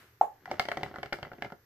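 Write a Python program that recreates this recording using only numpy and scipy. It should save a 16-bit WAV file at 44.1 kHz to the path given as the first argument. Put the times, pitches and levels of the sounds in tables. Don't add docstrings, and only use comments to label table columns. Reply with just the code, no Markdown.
import sys
import numpy as np
from scipy import signal
from scipy.fft import rfft, irfft, next_fast_len
from scipy.io import wavfile

SR = 44100
rng = np.random.default_rng(int(sys.argv[2]) if len(sys.argv) > 2 else 0)


def store_wav(level_fs):
    pcm = np.round(np.clip(np.atleast_2d(level_fs), -1, 1) * 32767)
    wavfile.write(sys.argv[1], SR, pcm.T.astype(np.int16))


N = 72765

# start_s, strength_db, then band gains thud_db, body_db, wall_db, clack_db, click_db
KNOCK_EVENTS = [(0.4564, -47.5, -20, -6, 11, 1, 6), (0.5135, -29, -2.5, -1.5, 0.5, -6, -3),
                (0.596, -26.5, 0.5, -0.5, 4.5, 7.5, 7.5), (0.6535, -40, 7, -1.5, 1, 4, 4.5),
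                (0.686, -29, -3, -7.5, 1, -2, -2.5), (0.7162, -31.5, -9, -1.5, 9, 1.5, 2.5),
                (0.7716, -25.5, 1.5, -5.5, -6, -8, -8.5), (0.8096, -39.5, 0, -1, -13, -11, -7),
                (0.8322, -31.5, 5.5, -1.5, 0.5, 4, 2), (0.8614, -46.5, 16, 1, 9.5, -12, -11),
                (0.912, -47, 12.5, 0.5, 0, -9, -27), (0.941, -43.5, 8, -4, 4, -7, -12),
                (0.9588, -45, -9, 0.5, 13, -1, 4), (0.9848, -38.5, 9, -6.5, 1, -6.5, -6),
                (1.0304, -37.5, 3, 1, 5, 5.5, 2.5), (1.0593, -40.5, 8.5, -8.5, 0, 1.5, -3.5),
                (1.125, -36, 9, 1, 2, 6, -6), (1.1289, -29.5, -14, -19, 0.5, 2.5, 3.5),
                (1.1371, -43.5, 11, 0, 6, 12, -25), (1.1865, -42, 8, -4.5, -3.5, -18, -2),
                (1.2289, -41, 15.5, -1, 4, 7, 2), (1.2499, -48, -31, 2.5, 5.5, 9.5, -3),
                (1.2674, -49, 11, 1, -2, -10, -22), (1.3168, -41.5, 3, -3.5, -0.5, -7.5, -19),
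                (1.333, -39, 5, -6.5, -9, -12, -11), (1.384, -51.5, 19, 1, -6, 1.5, -32),
                (1.4221, -37.5, 7, 2, 6, 10, 2), (1.4465, -43, 0, 4.5, -2.5, 7, -1),
                (1.4623, -50, 17, -4.5, 10, -11, -23), (1.5018, -49.5, 2, -5, 6.5, -9, -3),
                (1.5214, -41.5, 10.5, -2.5, 3.5, -7.5, -6)]
KNOCK_BANDS_HZ = [140, 620, 1380, 2400, 5500]
# pitch_hz, level_db, t60_s
PITCHER_MODES = [(74.7, -30, 0.36), (136.7, -18, 0.11), (267.3, -9, 0.044), (370.7, -12, 0.11),
                 (426, -4, 0.069), (591.6, 3.5, 0.04), (830, 0.5, 0.037), (1275, -7, 0.025),
                 (1426, -5, .02), (1755, -8.5, 0.031), (2032, -2.5, 0.043), (2800, -3.5, 0.0066),
                 (4770, -8, 0.0069)]
# time_s, pitch_hz
BODY_TRACK = [(.6, 746), (.7, 655), (.78, 758), (.85, 740), (1.125, 717), (1.23, 723)]
# freq_hz, gain_db
CRACK_EQ = [(200, 2.5), (700, 4), (1400, 5), (2100, 2.5), (2550, -3.5), (3100, -5.5), (5200, -14.5),
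            (7000, -23.5), (10000, -29.5), (14000, -25)]
# freq_hz, gain_db
CRACK_SIDE_EQ = [(100, -12), (400, -17), (1200, -3.5), (2500, 5.5), (6000, -1)]
# centre_hz, half_width_hz, gain_db
WALL_NOTCHES = [(1200, 70, -4), (2520, 170, -8), (3750, 200, -4)]
# pitch_hz, level_db, t60_s
GUARD_MODES = [(1823, -5, 0.057), (3180, 0, 0.021), (4400, -2, 0.0095)]
# start_s, level_db
CLINK_EVENTS = [(0.6868, -33.5), (1.2296, -40)]
# time_s, level_db
SCRAPE_TRACK = [(0, -56), (0.062, -73), (.18, -92), (.33, -73.5), (.44, -65), (.52, -46), (.66, -61.5),
                (.8, -51), (.95, -54.5), (1.04, -54.5), (1.1, -63), (1.25, -54.5), (1.37, -64), (1.46, -52),
                (1.54, -75), (1.6, -75), (1.65, -87)]
# freq_hz, gain_db
SCRAPE_EQ = [(40, -14.5), (120, 1.5), (370, 2), (750, -9), (1450, -6), (2100, -9.5), (5000, -24.5),
             (9000, -46)]
# start_s, pitch_hz, level_db, swell_s
PLOP_EVENT = (.2111, 768, -5.6, .0031)
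# start_s, pitch_hz, level_db, swell_s
BUBBLE_EVENTS = [(.4765, 726, -36, 0.0051), (.4905, 830, -45, 0.0017), (0.515, 344, -38.5, .012),
                 (.773, 323, -39.5, 0.016)]
# freq_hz, gain_db
SURFACE_EQ = [(60, -1), (200, -1), (450, -4), (1000, -0.5), (1350, 7), (2000, -22.5), (3000, -29.5)]
# freq_hz, gain_db
SNAP_EQ = [(200, -8), (1250, 10.5), (2000, 7), (3000, -36), (6300, -14.5), (7000, 2.5), (7700, -20.5),
           (14000, -14)]
# freq_hz, gain_db
SLOSH_EQ = [(100, -27), (500, -2), (1050, -2.5), (1400, -13.5), (5000, -38)]
# pitch_hz, level_db, t60_s
HOLLOW_MODES = [(560, -33, .08), (715, -36, .15), (815, -23.5, .19), (915, -29, .12), (1080, -38, .12)]
# freq_hz, difference_db
DIRECT_BALANCE = [(200, 1.5), (700, -1.1), (1800, 3.5), (3000, 1.5), (5000, -6), (9000, -10.5), (14000, 8)]
# delay_s, left_db, right_db
REFLECTIONS = [(.0125, -27, -13.5), (0.0199, -15.5, -29), (.029, -31, -19), (.041, -50.5, -22),
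               (.060, -29.5, -45)]
# freq_hz, gain_db
TAIL_EQ = [(80, -8.5), (300, 1.5), (800, -5.5), (2000, -7.5), (5000, -5.5), (7200, 1.5), (14000, 3)]
# freq_hz, t60_s
TAIL_DECAY = [(150, 0.047), (800, 0.24), (6500, 0.28), (12000, 0.22)]
# freq_hz, gain_db
WASH_EQ = [(100, -14), (350, 3), (700, -3), (1600, 4.5), (3200, -4), (6000, -12.5), (14000, -13.5)]
# freq_hz, gain_db
HISS_EQ = [(25, -1.5), (60, 3.5), (120, 9.5), (200, -10.5), (380, 0.5), (700, -17), (1700, -3), (2800, -18),
           (6000, -15), (9500, -32), (13000, -9), (15000, -21.5)]


def knocks():
    detune, scatter_db, mode_lag_s = .024, 2.2, .00003
    body_db, body_t60_s, body_swell_s = 13, .025, .0025
    crack_db, crack_t60_s, crack_width = 3, .024, .74
    spike_s, spike_height = .0005, 7.7
    contact_s, left_lag_s = .00034, .00005
    out, t = np.zeros((2, N)), np.arange(SR // 6) / SR
    mode_hz, mode_db, t60_s = np.array(PITCHER_MODES).T[:, :, None]
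    for start_s, strength_db, *band_db in KNOCK_EVENTS:
        pitch_draw, level_draw, lag_draw = rng.standard_normal((3, len(PITCHER_MODES), 1))
        pitch_hz = mode_hz * (1 + detune * pitch_draw)
        envelopes = undb(mode_db + scatter_db * level_draw) * fade(t, t60_s)
        clocks = [t + side * mode_lag_s * lag_draw for side in (1, -1)]
        ring = np.array([(envelopes * np.sin(2 * np.pi * pitch_hz * c)).sum(0) for c in clocks])
        body_hz = np.interp(start_s, *np.array(BODY_TRACK).T)
        body = ringing([(body_hz, body_db, body_t60_s)], t, body_swell_s)
        noise = rng.standard_normal((3, len(t)))
        add(noise[0], spike_s, np.array([spike_height]))
        stereo_noise = noise[0] + crack_width * colour(noise[1:], CRACK_SIDE_EQ)
        crack = undb(crack_db) * unit(colour(stereo_noise, CRACK_EQ)) * fade(t, crack_t60_s)
        sub = (24.8, -5)
        top = (9700, band_db[-1] + .06 * (strength_db + 5.5))
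        hit = (crack - ring - body) * (1 - np.exp(-t / contact_s))
        hit = colour(hit, [sub, *zip(KNOCK_BANDS_HZ, band_db), top]) * undb(strength_db + 1)
        add(out[0], start_s + left_lag_s, hit[0])
        add(out[1], start_s, hit[1])
    return out


def scrape(slips_per_s=1300):
    slips = (rng.random(N) < slips_per_s / SR) * rng.standard_normal(N)
    level_db = np.interp(np.arange(N) / SR, *np.array(SCRAPE_TRACK).T)
    return unit(colour(slips, SCRAPE_EQ)) * undb(level_db)


def wall(x):
    freq_hz = np.geomspace(500, 6000, 200)
    gain_db = sum(db * np.exp(-((freq_hz - hz) / width_hz) ** 2) for hz, width_hz, db in WALL_NOTCHES)
    return colour(x, list(zip(freq_hz, gain_db)))


def clinks():
    out, t = np.zeros(N), np.arange(SR // 6) / SR
    for start_s, level_db in CLINK_EVENTS:
        add(out, start_s, undb(level_db) * ringing(GUARD_MODES, t, swell_s=.00034))
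    return out


def bubbles(rise_per_s=5, open_s=.0003):
    out, t = np.zeros(N), np.arange(SR // 4) / SR
    for start_s, pitch_hz, level_db, swell_s in [PLOP_EVENT] + BUBBLE_EVENTS:
        envelope = np.exp(-(t / swell_s - 1) ** 2) * (1 - np.exp(-t / open_s))
        tone = np.sin(2 * np.pi * pitch_hz * (t + rise_per_s * t ** 2 / 2))
        add(out, start_s, undb(level_db) * colour(envelope * tone, SURFACE_EQ))
    return out


def breakout(snap_db=-34, slosh_db=-35.5, rise_per_s=.6):
    out, t = np.zeros((2, N)), np.arange(SR // 4) / SR
    snap = unit(colour(wide_noise(wide_hz=2500), SNAP_EQ))[:, :len(t)] * fade(t, t60_s=.016)
    slosh = unit(colour(wide_noise(wide_hz=800), SLOSH_EQ))[:, :len(t)] * fade(t, t60_s=.21)
    hollow = ringing(HOLLOW_MODES, t + rise_per_s * t ** 2 / 2, swell_s=.012)
    add(out, PLOP_EVENT[0], undb(snap_db) * snap + undb(slosh_db) * slosh + hollow)
    return out


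def kitchen(x, tail_db=-6.5, onset_s=.0059):
    t, freq_hz = np.arange(N) / SR, np.fft.rfftfreq(N, 1 / SR)
    spectrum, tail = rfft(wide_noise(wide_hz=650)), 0
    for band_hz, t60_s in TAIL_DECAY:
        share = at([(hz, hz == band_hz) for hz, _ in TAIL_DECAY], freq_hz)
        tail = tail + irfft(spectrum * share, N) * fade(t, t60_s)
    tail *= 1 - np.exp(-(t / onset_s) ** 2)
    response = undb(tail_db) * colour(unit(tail), TAIL_EQ) / np.sqrt(N)
    for delay_s, left_db, right_db in REFLECTIONS:
        add(response, delay_s, undb([[left_db], [right_db]]))
    left = colour(x[0], [(hz, db / 2) for hz, db in DIRECT_BALANCE])
    right = colour(x[1], [(hz, -db / 2) for hz, db in DIRECT_BALANCE])
    return np.array([left, right]) + signal.fftconvolve(x, response, axes=1)[:, :N]


def background(hiss_db=-66, wash_db=-57, hum_db=-76.5, hum_hz=116):
    t = np.arange(N) / SR
    hiss = undb(hiss_db) * unit(colour(wide_noise(wide_hz=1000), HISS_EQ))
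    wash = undb(wash_db) * unit(colour(wide_noise(wide_hz=1400), WASH_EQ)) * fade(t, t60_s=.58)
    hum = undb(hum_db) * np.sqrt(2) * np.sin(2 * np.pi * hum_hz * t)
    return hiss + wash + hum


def undb(db):
    return 10 ** (np.asarray(db) / 20)


def unit(x):
    return x / np.sqrt(np.mean(x ** 2))


def at(points, hz):
    freq_hz, values = np.array(points, float).T
    return np.interp(np.log(np.maximum(hz, 1)), np.log(freq_hz), values)


def colour(x, eq):
    size = 2 * next_fast_len(x.shape[-1])
    gain = undb(at(eq, np.fft.rfftfreq(size, 1 / SR)))
    cepstrum = irfft(np.log(gain))
    cepstrum[1:size // 2] *= 2
    cepstrum[size // 2 + 1:] = 0
    return irfft(rfft(x, size) * np.exp(rfft(cepstrum)))[..., :x.shape[-1]]


def fade(t, t60_s):
    return np.exp(-np.log(1000) * t / t60_s)


def ringing(modes, t, swell_s):
    ring = sum(undb(db) * fade(t, t60_s) * np.sin(2 * np.pi * hz * t) for hz, db, t60_s in modes)
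    return ring * (1 - np.exp(-t / swell_s))


def add(out, start_s, x):
    i = max(int(round(start_s * SR)), 0)
    out[..., i:i + x.shape[-1]] += x[..., :N - i]


def wide_noise(wide_hz):
    mid, side = rfft(rng.standard_normal((2, N)))
    coherence = 1 / (1 + (np.fft.rfftfreq(N, 1 / SR) / wide_hz) ** 4)
    mid, side = mid * np.sqrt(1 + coherence), side * np.sqrt(1 - coherence)
    return unit(irfft(np.array([mid + side, mid - side]), N))


def scene():
    pitcher = wall(knocks() + scrape()) + clinks() + bubbles() + breakout()
    return kitchen(pitcher) + background()


def record(dry):
    cutoff_hz = 14750
    return signal.sosfilt(signal.ellip(8, .2, 70, cutoff_hz, fs=SR, output="sos"), dry)


dry = scene()
out = record(dry)
store_wav(out)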